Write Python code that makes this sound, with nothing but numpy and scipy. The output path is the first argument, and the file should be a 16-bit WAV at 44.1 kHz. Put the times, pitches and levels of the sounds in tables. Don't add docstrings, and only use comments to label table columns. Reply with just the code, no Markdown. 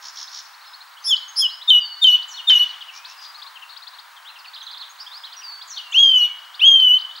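import sys
import numpy as np
from scipy import signal
from scipy.fft import rfft, irfft
from scipy.io import wavfile
from scipy.ndimage import uniform_filter1d

SR = 44100
rng = np.random.default_rng(int(sys.argv[2]) if len(sys.argv) > 2 else 0)


def log_audio(samples):
    frames = np.atleast_2d(samples).T
    limited = np.clip(frames, -1, 1)
    pcm = np.round(limited * 32767).astype(np.int16)
    wavfile.write(sys.argv[1], SR, pcm)


N = 317520
T = np.arange(N) / SR
LEFT_RIGHT = np.array([[1], [-1]])


def undb(db):
    return 10 ** (np.asarray(db) / 20)


def curve(rows, t):
    return np.interp(t, *np.transpose(rows))


def colour(points, hz):
    f, db = np.transpose(points)
    return undb(np.interp(np.log(np.maximum(hz, 1)), np.log(f), db))


def shaped(points, size):
    spectrum = rfft(rng.standard_normal(size)) * colour(points, np.fft.rfftfreq(size, 1 / SR))
    x = irfft(spectrum, size)
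    return x / x.std()


def wander(t, rate):
    u = (t - t[0]) * rate
    count = int(u[-1]) + 2
    return np.interp(u, np.arange(count), rng.standard_normal(count))


def span(start, end):
    return T[max(int(start * SR), 0):int(max(end, start + .004) * SR)]


def add(track, t, x):
    track[np.rint(t * SR).astype(int)] += x


def turn(hz):
    return 2 * np.pi * np.cumsum(hz) / SR


def swell(t, attack_s, release_s):
    return np.clip(np.minimum((t - t[0]) / attack_s, (t[-1] - t) / release_s), 0, 1)


def background(air_db=-46, drift_db=.5, whine_hz=15625, whine_db=-62):
    # f/Hz, level per Hz/dB
    air_spectrum = [(180, -78), (300, -42.5), (507, -24), (763, -5.5), (991, 2.5), (1620, -0.5),
                    (2480, -8.5), (4320, -11.5), (4770, -13.5), (7300, -19), (14300, -24), (15000, -19.5)]
    # f/Hz, side minus mid/dB
    air_width = [(400, -12), (1300, -8), (10000, -20)]
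    mid, side = shaped(air_spectrum, N), shaped(air_spectrum, N)
    side = irfft(rfft(side) * colour(air_width, np.fft.rfftfreq(N, 1 / SR)), N)
    air = (mid + side * LEFT_RIGHT) * undb(air_db + drift_db * wander(T, 2.1))
    return air + undb(whine_db) * np.sin(2 * np.pi * whine_hz * T)


def trees(x, wet_db, t60_s, gap_s, likeness, linger_db=-28, linger_t60_s=1.8):
    t = span(0, 1)
    tail = np.exp(-np.log(1000) * t / t60_s)
    linger = undb(linger_db) * np.exp(-np.log(1000) * t / linger_t60_s)
    fade = (tail + linger) * (t > gap_s)
    grains = rng.standard_normal((2, len(t))) * rng.random((2, len(t))) ** 20
    mid, side = signal.sosfilt(signal.butter(2, 7500, fs=SR, output="sos"), grains * fade)
    pair = mid + np.sqrt(1 - likeness) * side * LEFT_RIGHT
    pair = pair / np.linalg.norm(grains[0] * fade)
    return undb(wet_db) * signal.fftconvolve(x[None], pair, axes=1)[:, :N]


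def near_echo(x, lag_s=0.018, db=-17):
    return undb(db) * np.interp(T - lag_s, T, x, left=0)


def snap(start=2.502, crack_db=-23, crack_s=0.012, tail_db=-31, tail_s=0.16):
    out, t = np.zeros(N), span(start, start + 1)
    age = t - t[0]
    noise = shaped([(800, -10.5), (2800, 3.0), (6000, -5.0), (10000, -35.0)], len(t))
    dull = signal.sosfilt(signal.butter(1, 3500, fs=SR, output="sos"), noise)
    crack = undb(crack_db) * np.exp(-age / crack_s) * noise
    scatter = undb(tail_db) * np.exp(-age / tail_s) * dull
    add(out, t, crack + scatter)
    return signal.sosfilt(signal.butter(6, 720, "high", fs=SR, output="sos"), out)


def add_slur(track, start, length, from_hz, to_hz, db, rasp_hz, bend, ease=1, taper=.4, fade_db=0,
             flutter_db=2.0, waver=0.033):
    t = span(start, min(start + length, T[-1]))
    u = np.linspace(0, 1, len(t))
    glide = (1 - u ** ease) ** bend + waver * wander(t, 110)
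    hz = to_hz + (from_hz - to_hz) * glide + rasp_hz * wander(t, 1500)
    level = undb(db - fade_db * u + flutter_db * wander(t, 82))
    add(track, t, level * signal.windows.tukey(len(t), taper) * np.sin(turn(hz)))


def twitter(count=260, level_db=-53, spread_db=3, foot_hz=3200, top_hz=4500, length_s=0.019):
    out = np.zeros(N)
    for when, slow, high, way, loud in rng.random((count, 5)):
        length = length_s * (.5 + slow)
        start = when * (T[-1] - length)
        ends = np.array([foot_hz, top_hz]) * 2 ** ((high - .5) / 2)
        ends = ends if way < 2 / 3 else ends[::-1]
        db = level_db + spread_db * (2 * loud - 1)
        add_slur(out, start, length, *ends, db, rasp_hz=50, bend=1.82)
    return out


def second_thrush():
    # t after its start/s, length/s, first f/Hz, last f/Hz, level/dB
    motif_glides = [(0, 0.068, 7500, 6060, -42.5), (0.028, .04, 6700, 5470, -36),
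                    (0.062, .027, 4050, 4400, -35), (.089, .054, 4095, 2850, -31.5)]
    motif_rasps = [480, 150, 80, 140]
    motif_starts = [2.047, 2.275, 2.525, 5.669, 5.907, 6.145]
    out = np.zeros(N)
    for start in motif_starts:
        for (lag, *glide), rasp_hz in zip(motif_glides, motif_rasps):
            add_slur(out, start + lag, *glide, rasp_hz, bend=2)
    return out


def rattles():
    # t/s, length/s, pulse rate/Hz, level/dB
    rattle_rows = [(.007, .1, 70, -30.5), (.139, .113, 71, -28), (.296, .118, 68.5, -28.2),
                   (2.921, .075, 80, -35.5), (3.069, .063, 80, -37), (3.197, .071, 80, -37.5)]
    out = np.zeros(N)
    rasp = shaped([(2200, -37.5), (3300, -2), (4900, 2.5), (5400, 10), (5900, 2.0), (6800, -3), (7600, -40)], N)
    for start, length, rate_hz, db in rattle_rows:
        t = span(start, start + length)
        pulses = .28 + np.sin(np.pi * rate_hz * (t - start)) ** 2
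        growth = swell(t, attack_s=length / 2, release_s=0.015) ** 0.83
        add(out, t, undb(db) * growth * pulses / 2)
    return out * rasp


def far_birds(chirp_foot_hz=3200, chirp_top_hz=5100, chirp_s=0.025, hook_foot_hz=3400, hook_top_hz=4400,
              hook_s=0.0253, drop_s=0.0261, drop_ratio=.79):
    # t of the steepest rise/s, level/dB
    chirp_rows = [(0.18, -32), (.283, -33), (1.13, -33.5), (1.166, -27.5), (2.066, -29.5), (2.227, -33),
                  (2.69, -41), (2.818, -39.5), (3.055, -34.5), (3.255, -35), (3.428, -34.5), (3.771, -36),
                  (3.878, -35.5), (3.994, -36.5), (4.456, -40), (4.543, -33.5), (4.712, -33),
                  (4.777, -32.5), (5.33, -31.5), (5.622, -30.5), (5.779, -28), (6.55, -34), (6.678, -35),
                  (6.802, -34.5), (6.989, -33), (7.012, -33), (7.16, -33), (7.183, -34)]
    # t/s, level/dB
    hook_rows = [(0.531, -46), (.606, -46), (.66, -44), (0.73, -40.5), (0.803, -40.5), (1.217, -40),
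                 (3.342, -38.5), (3.461, -39), (3.692, -41.5), (3.718, -43.5), (3.818, -40.5), (3.932, -42),
                 (4.791, -39.5), (6.938, -42)]
    # t/s, first f/Hz, level/dB
    drop_rows = [(2.693, 4760, -37.5), (2.733, 3650, -36.5), (2.805, 3510, -32.5), (2.879, 3230, -36),
                 (3.38, 5300, -44), (3.553, 3350, -38), (3.617, 3270, -40), (4.162, 3700, -42.5),
                 (4.284, 3200, -44), (4.355, 3190, -39), (4.442, 3110, -40.5), (5.255, 3660, -40),
                 (5.331, 3350, -44), (5.409, 3230, -41.5)]
    # t/s, length/s, first f/Hz, last f/Hz, level/dB
    glide_rows = [(0.968, 0.024, 2810, 3430, -40), (1.02, .035, 6080, 6200, -46),
                  (1.278, 0.034, 6300, 6570, -36.5), (1.484, 0.083, 3480, 5320, -37),
                  (1.61, 0.024, 2990, 4180, -32.5), (2.897, 0.28, 2194, 2750, -49),
                  (3.356, 0.13, 1270, 1079, -46), (4.244, 0.072, 2600, 4330, -38.5),
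                  (4.386, 0.027, 5400, 4200, -42), (4.468, 0.023, 4600, 4380, -40),
                  (4.625, 0.02, 6180, 6260, -45), (4.89, 0.035, 6410, 6700, -45),
                  (4.985, .018, 3520, 5170, -42), (4.995, 0.031, 5050, 5600, -42),
                  (4.997, 0.041, 4400, 5200, -35), (5.063, 0.022, 2970, 3680, -36),
                  (5.105, .09, 3200, 5260, -37.5), (5.233, 0.027, 2910, 4360, -33.5),
                  (6.078, 0.31, 2720, 2210, -45.5), (7.1, 0.028, 3280, 3780, -40.5)]
    # t/s, length/s, first f/Hz, held f/Hz, level/dB
    thin_whistle_rows = [(0.647, 0.11, 5450, 5080, -49.5), (1.797, 0.16, 4910, 4493, -29.5),
                         (3.158, 0.18, 5070, 4844, -42.5), (5.362, 0.047, 6010, 5680, -36.5),
                         (5.42, .15, 5140, 4484, -33), (5.801, 0.14, 3000, 2770, -45.5),
                         (6.019, 0.12, 5100, 4784, -41.5)]
    # t after its start/s, length/s, first f/Hz, last f/Hz, level/dB
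    warble_glides = [(0, .023, 4250, 3266, -33), (.014, .034, 3217, 3970, -39.5)]
    warble_starts = [4.546, 4.603, 4.664, 4.728, 4.809]
    out = np.zeros(N)
    for middle, db in chirp_rows:
        add_slur(out, middle - chirp_s / 2, chirp_s, chirp_foot_hz, chirp_top_hz, db,
                 rasp_hz=65, bend=2.4, ease=2, taper=0.78, fade_db=2.5)
    for start, db in hook_rows:
        add_slur(out, start, hook_s, hook_foot_hz, hook_top_hz, db, rasp_hz=70, bend=2.3)
    for start, hz, db in drop_rows:
        add_slur(out, start, drop_s, hz, hz * drop_ratio, db, rasp_hz=90, bend=1.26)
    for row in glide_rows:
        add_slur(out, *row, rasp_hz=45, bend=1.4)
    for row in thin_whistle_rows:
        add_slur(out, *row, rasp_hz=15, bend=4, waver=0.0068)
    for start in warble_starts:
        for lag, *glide in warble_glides:
            add_slur(out, start + lag, *glide, rasp_hz=188, bend=2, ease=2)
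    return out


def syrinx(phase, hz, gape_db):
    # multiple of the pitch, level/dB
    overtones = [(2, -15), (3, -31), (4, -37)]
    # f/Hz, gain/dB
    throat = [(5000, -5), (5850, -21), (6150, -27), (6550, -6), (9000, -24), (9950, -14.5), (10600, 4.5),
              (11800, 0.5), (12400, -5.5), (13200, -7), (14000, -22.5), (15500, -6)]
    over = 0
    for k, db in overtones:
        audible = k * hz < SR / 2
        over = over + undb(db) * colour(throat, k * hz) * audible * np.sin(k * phase)
    return np.sin(phase) + undb(gape_db) * over


def low_voice(t, hz, gape_db, jitter, halves=0, waver=0.0047, flutter_db=1.5):
    # t/s, half width to 1/e/s, depth/dB
    echo_dips = [(2.066, 0.0089, 3.5), (2.116, 0.013, 10.5), (2.549, 0.005, 10.5), (2.59, 0.0081, 12),
                 (6.113, 0.015, 4.5), (6.2, 0.011, 3.5), (6.8, 0.029, 3.5)]
    forced_jitter = jitter * (1 + np.maximum(gape_db, 0) / 10)
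    unsteady = waver * wander(t, 70.1) + forced_jitter * wander(t, 900)
    hz = uniform_filter1d(hz, size=90) * (1 + unsteady)
    phase = turn(hz)
    dips_db = sum(depth * np.exp(-((t - when) / width) ** 2) for when, width, depth in echo_dips)
    loss_db = dips_db + flutter_db * wander(t, 130)
    overtone_db = gape_db + loss_db + 2.3 * wander(t, 90)
    return undb(-loss_db) * syrinx(phase, hz, overtone_db) + halves * np.sin(phase + phase / 2)


def slur(start, crest_hz, fall_s, db, length_s=0.084, end_hz=2900, crest_s=0.0213, scoop_hz=230, scoop_s=0.0088,
         swell_s=0.046, soft_db=-26, gape_db=26, gape_s=0.042, shut_db=-12):
    t = span(start, start + length_s)
    age = t - t[0]
    arch = (crest_hz - end_hz) * np.exp(-((age - crest_s) / fall_s) ** 2)
    hz = end_hz + arch - scoop_hz * np.exp(-age / scoop_s)
    size = undb(db + soft_db * np.maximum(1 - age / swell_s, 0)) * swell(t, attack_s=0.0043, release_s=0.0049)
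    beak_db = shut_db + gape_db * np.exp(-((age - crest_s) / gape_s) ** 2)
    return t, size * low_voice(t, hz, beak_db, jitter=0.002)


def buzz(start, pitch_hz, db, length_s=0.074, rate_hz=203, shake_hz=520, rasp_hz=120, throb=.33, settle_s=0.05,
         scoop_hz=1100, scoop_s=.007, sag_hz_per_s=900, gape_db=0):
    t = span(start, start + length_s)
    age = t - t[0]
    shake = 2 * np.abs(np.sin(turn(rate_hz * (1 + 0.09 * wander(t, 190))) / 2)) - 1
    arch = pitch_hz - scoop_hz * np.exp(-age / scoop_s) - sag_hz_per_s * age
    hz = arch + np.exp(-age / settle_s) * (shake_hz * shake + rasp_hz * wander(t, 1500))
    size = undb(db) * swell(t, attack_s=0.038, release_s=0.019) * (1 + throb * shake)
    return t, size * syrinx(turn(hz), hz, gape_db)


def tew(start, length, pitch_hz, db, lead_s=.031, lead_hz=3730, break_hz=3557, flick_hz=400, flick_s=0.0017,
        overshoot_hz=240, settle_s=0.0684, creep_hz_per_s=650, soft_db=-21, sag_db_per_s=38,
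        catch=0.81, catch_s=0.0014, gape_db=-3, gape_db_per_s=60):
    t = span(start - lead_s, start + length)
    before, after = np.maximum(start - t, 0), np.maximum(t - start, 0)
    flick = flick_hz * np.exp(-(before / flick_s) ** 2)
    lead = break_hz + (lead_hz - break_hz) * before / lead_s + flick
    settling = overshoot_hz * np.maximum(1 - after / settle_s, 0) ** 1.707
    held = pitch_hz + settling + creep_hz_per_s * np.maximum(after - settle_s, 0)
    level = undb(db + soft_db * (before / lead_s) ** 1.5 - sag_db_per_s * after)
    size = level * swell(t, attack_s=0.0095, release_s=0.017)
    size = size * (1 - catch * np.exp(-((t - start + 2 * catch_s) / catch_s) ** 2))
    hz = np.where(t < start, lead, held)
    return t, size * low_voice(t, hz, gape_db + gape_db_per_s * after, jitter=0.0025)


def whistle(start, length, crest_hz, trough_hz, lift_hz_per_s, db, scoop_from_hz=2190, scoop_s=.083, trough_s=.295,
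            soft_db=-21, swell_s=0.021, sag_db_per_octave=22, split_db=-12, split_db_per_s=650,
            gape_db=-4, gape_db_per_s=17):
    t = span(start, start + length)
    age = t - t[0]
    sinking = np.interp(age, [scoop_s, trough_s], [crest_hz, trough_hz])
    lift = lift_hz_per_s * np.maximum(age - trough_s, 0)
    scoop = (crest_hz - scoop_from_hz) * np.maximum(1 - age / scoop_s, 0) ** 2.3
    hz = sinking + lift - scoop
    soft_start_db = soft_db * np.maximum(1 - (age / swell_s) ** 2, 0)
    size = undb(db + soft_start_db - sag_db_per_octave * np.log2(crest_hz / hz))
    size = size * swell(t, attack_s=0.0011, release_s=0.042)
    hoarseness = undb(split_db - split_db_per_s * age)
    return t, size * low_voice(t, hz, gape_db + gape_db_per_s * age, jitter=0.0035, halves=hoarseness)


def thrush(coupling_db=30.5, buzz_lead_s=0.03, catch_lead_s=0.0055, catch_s=0.019, catch_from_hz=2850,
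           catch_to_hz=3950, catch_db=-24):
    # t of the low voice/s, crest f/Hz, fall time/s, level/dB, buzz f/Hz, buzz level/dB
    slur_rows = [(1.067, 3560, 0.039, -10, 5217, -19), (1.387, 3440, .035, -13, 5118, -13.5)]
    # t of the pitch break/s, length after it/s, lowest f/Hz, level/dB
    tew_rows = [(1.704, 0.1, 2906, -5), (2.043, .13, 2925, -4.5), (2.498, 0.15, 2908, -5.5)]
    # t/s, length/s, crest f/Hz, trough f/Hz, closing lift/(Hz/s), level/dB
    whistle_rows = [(5.926, 0.36, 3289, 2891, 594, -6.5), (6.598, 0.392, 3279, 2944, 1414, -5.5)]
    low, high = np.zeros((2, N))
    for start, *shape, buzz_hz, buzz_db in slur_rows:
        add(low, *slur(start, *shape))
        add(high, *buzz(start - buzz_lead_s, buzz_hz, buzz_db))
    for row in tew_rows:
        add(low, *tew(*row))
    treble = signal.butter(6, 9000, "high", fs=SR, output="sos")
    sum_tone = signal.sosfilt(treble, high * low ** 2)
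    for start, *shape in whistle_rows:
        add_slur(high, start - catch_lead_s, catch_s, catch_from_hz, catch_to_hz, catch_db, rasp_hz=40, bend=0.78)
        add(low, *whistle(start, *shape))
    return low + high + undb(coupling_db) * sum_tone


def scene(lean_db=0.5):
    # t/s, left minus right/dB
    bearing = [(0, -2.5), (3.2, 2), (3.8, 12), (4.7, -5.5), (5.4, -1)]
    song, far, faint = thrush(), far_birds() + rattles(), twitter() + second_thrush()
    near = song + near_echo(song) + trees(song, wet_db=-12.0, t60_s=0.31, gap_s=0.022, likeness=0.94)
    distant = (far + near_echo(far, lag_s=0.009, db=-12)) * undb(LEFT_RIGHT * curve(bearing, T) / 2)
    distant = distant + trees(far, wet_db=-6.0, t60_s=0.56, gap_s=0.0044, likeness=0.71)
    farthest = faint + trees(faint, wet_db=-4.0, t60_s=0.42, gap_s=0.0037, likeness=0.7)
    return (near + distant + farthest + snap() + background()) * undb(LEFT_RIGHT * lean_db)


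def record(dry):
    thin = signal.sosfilt(signal.butter(4, 260, "high", fs=SR, output="sos"), dry)
    return signal.sosfilt(signal.ellip(10, .2, 80, 15750, fs=SR, output="sos"), thin)


dry = scene()
out = record(dry)
log_audio(out)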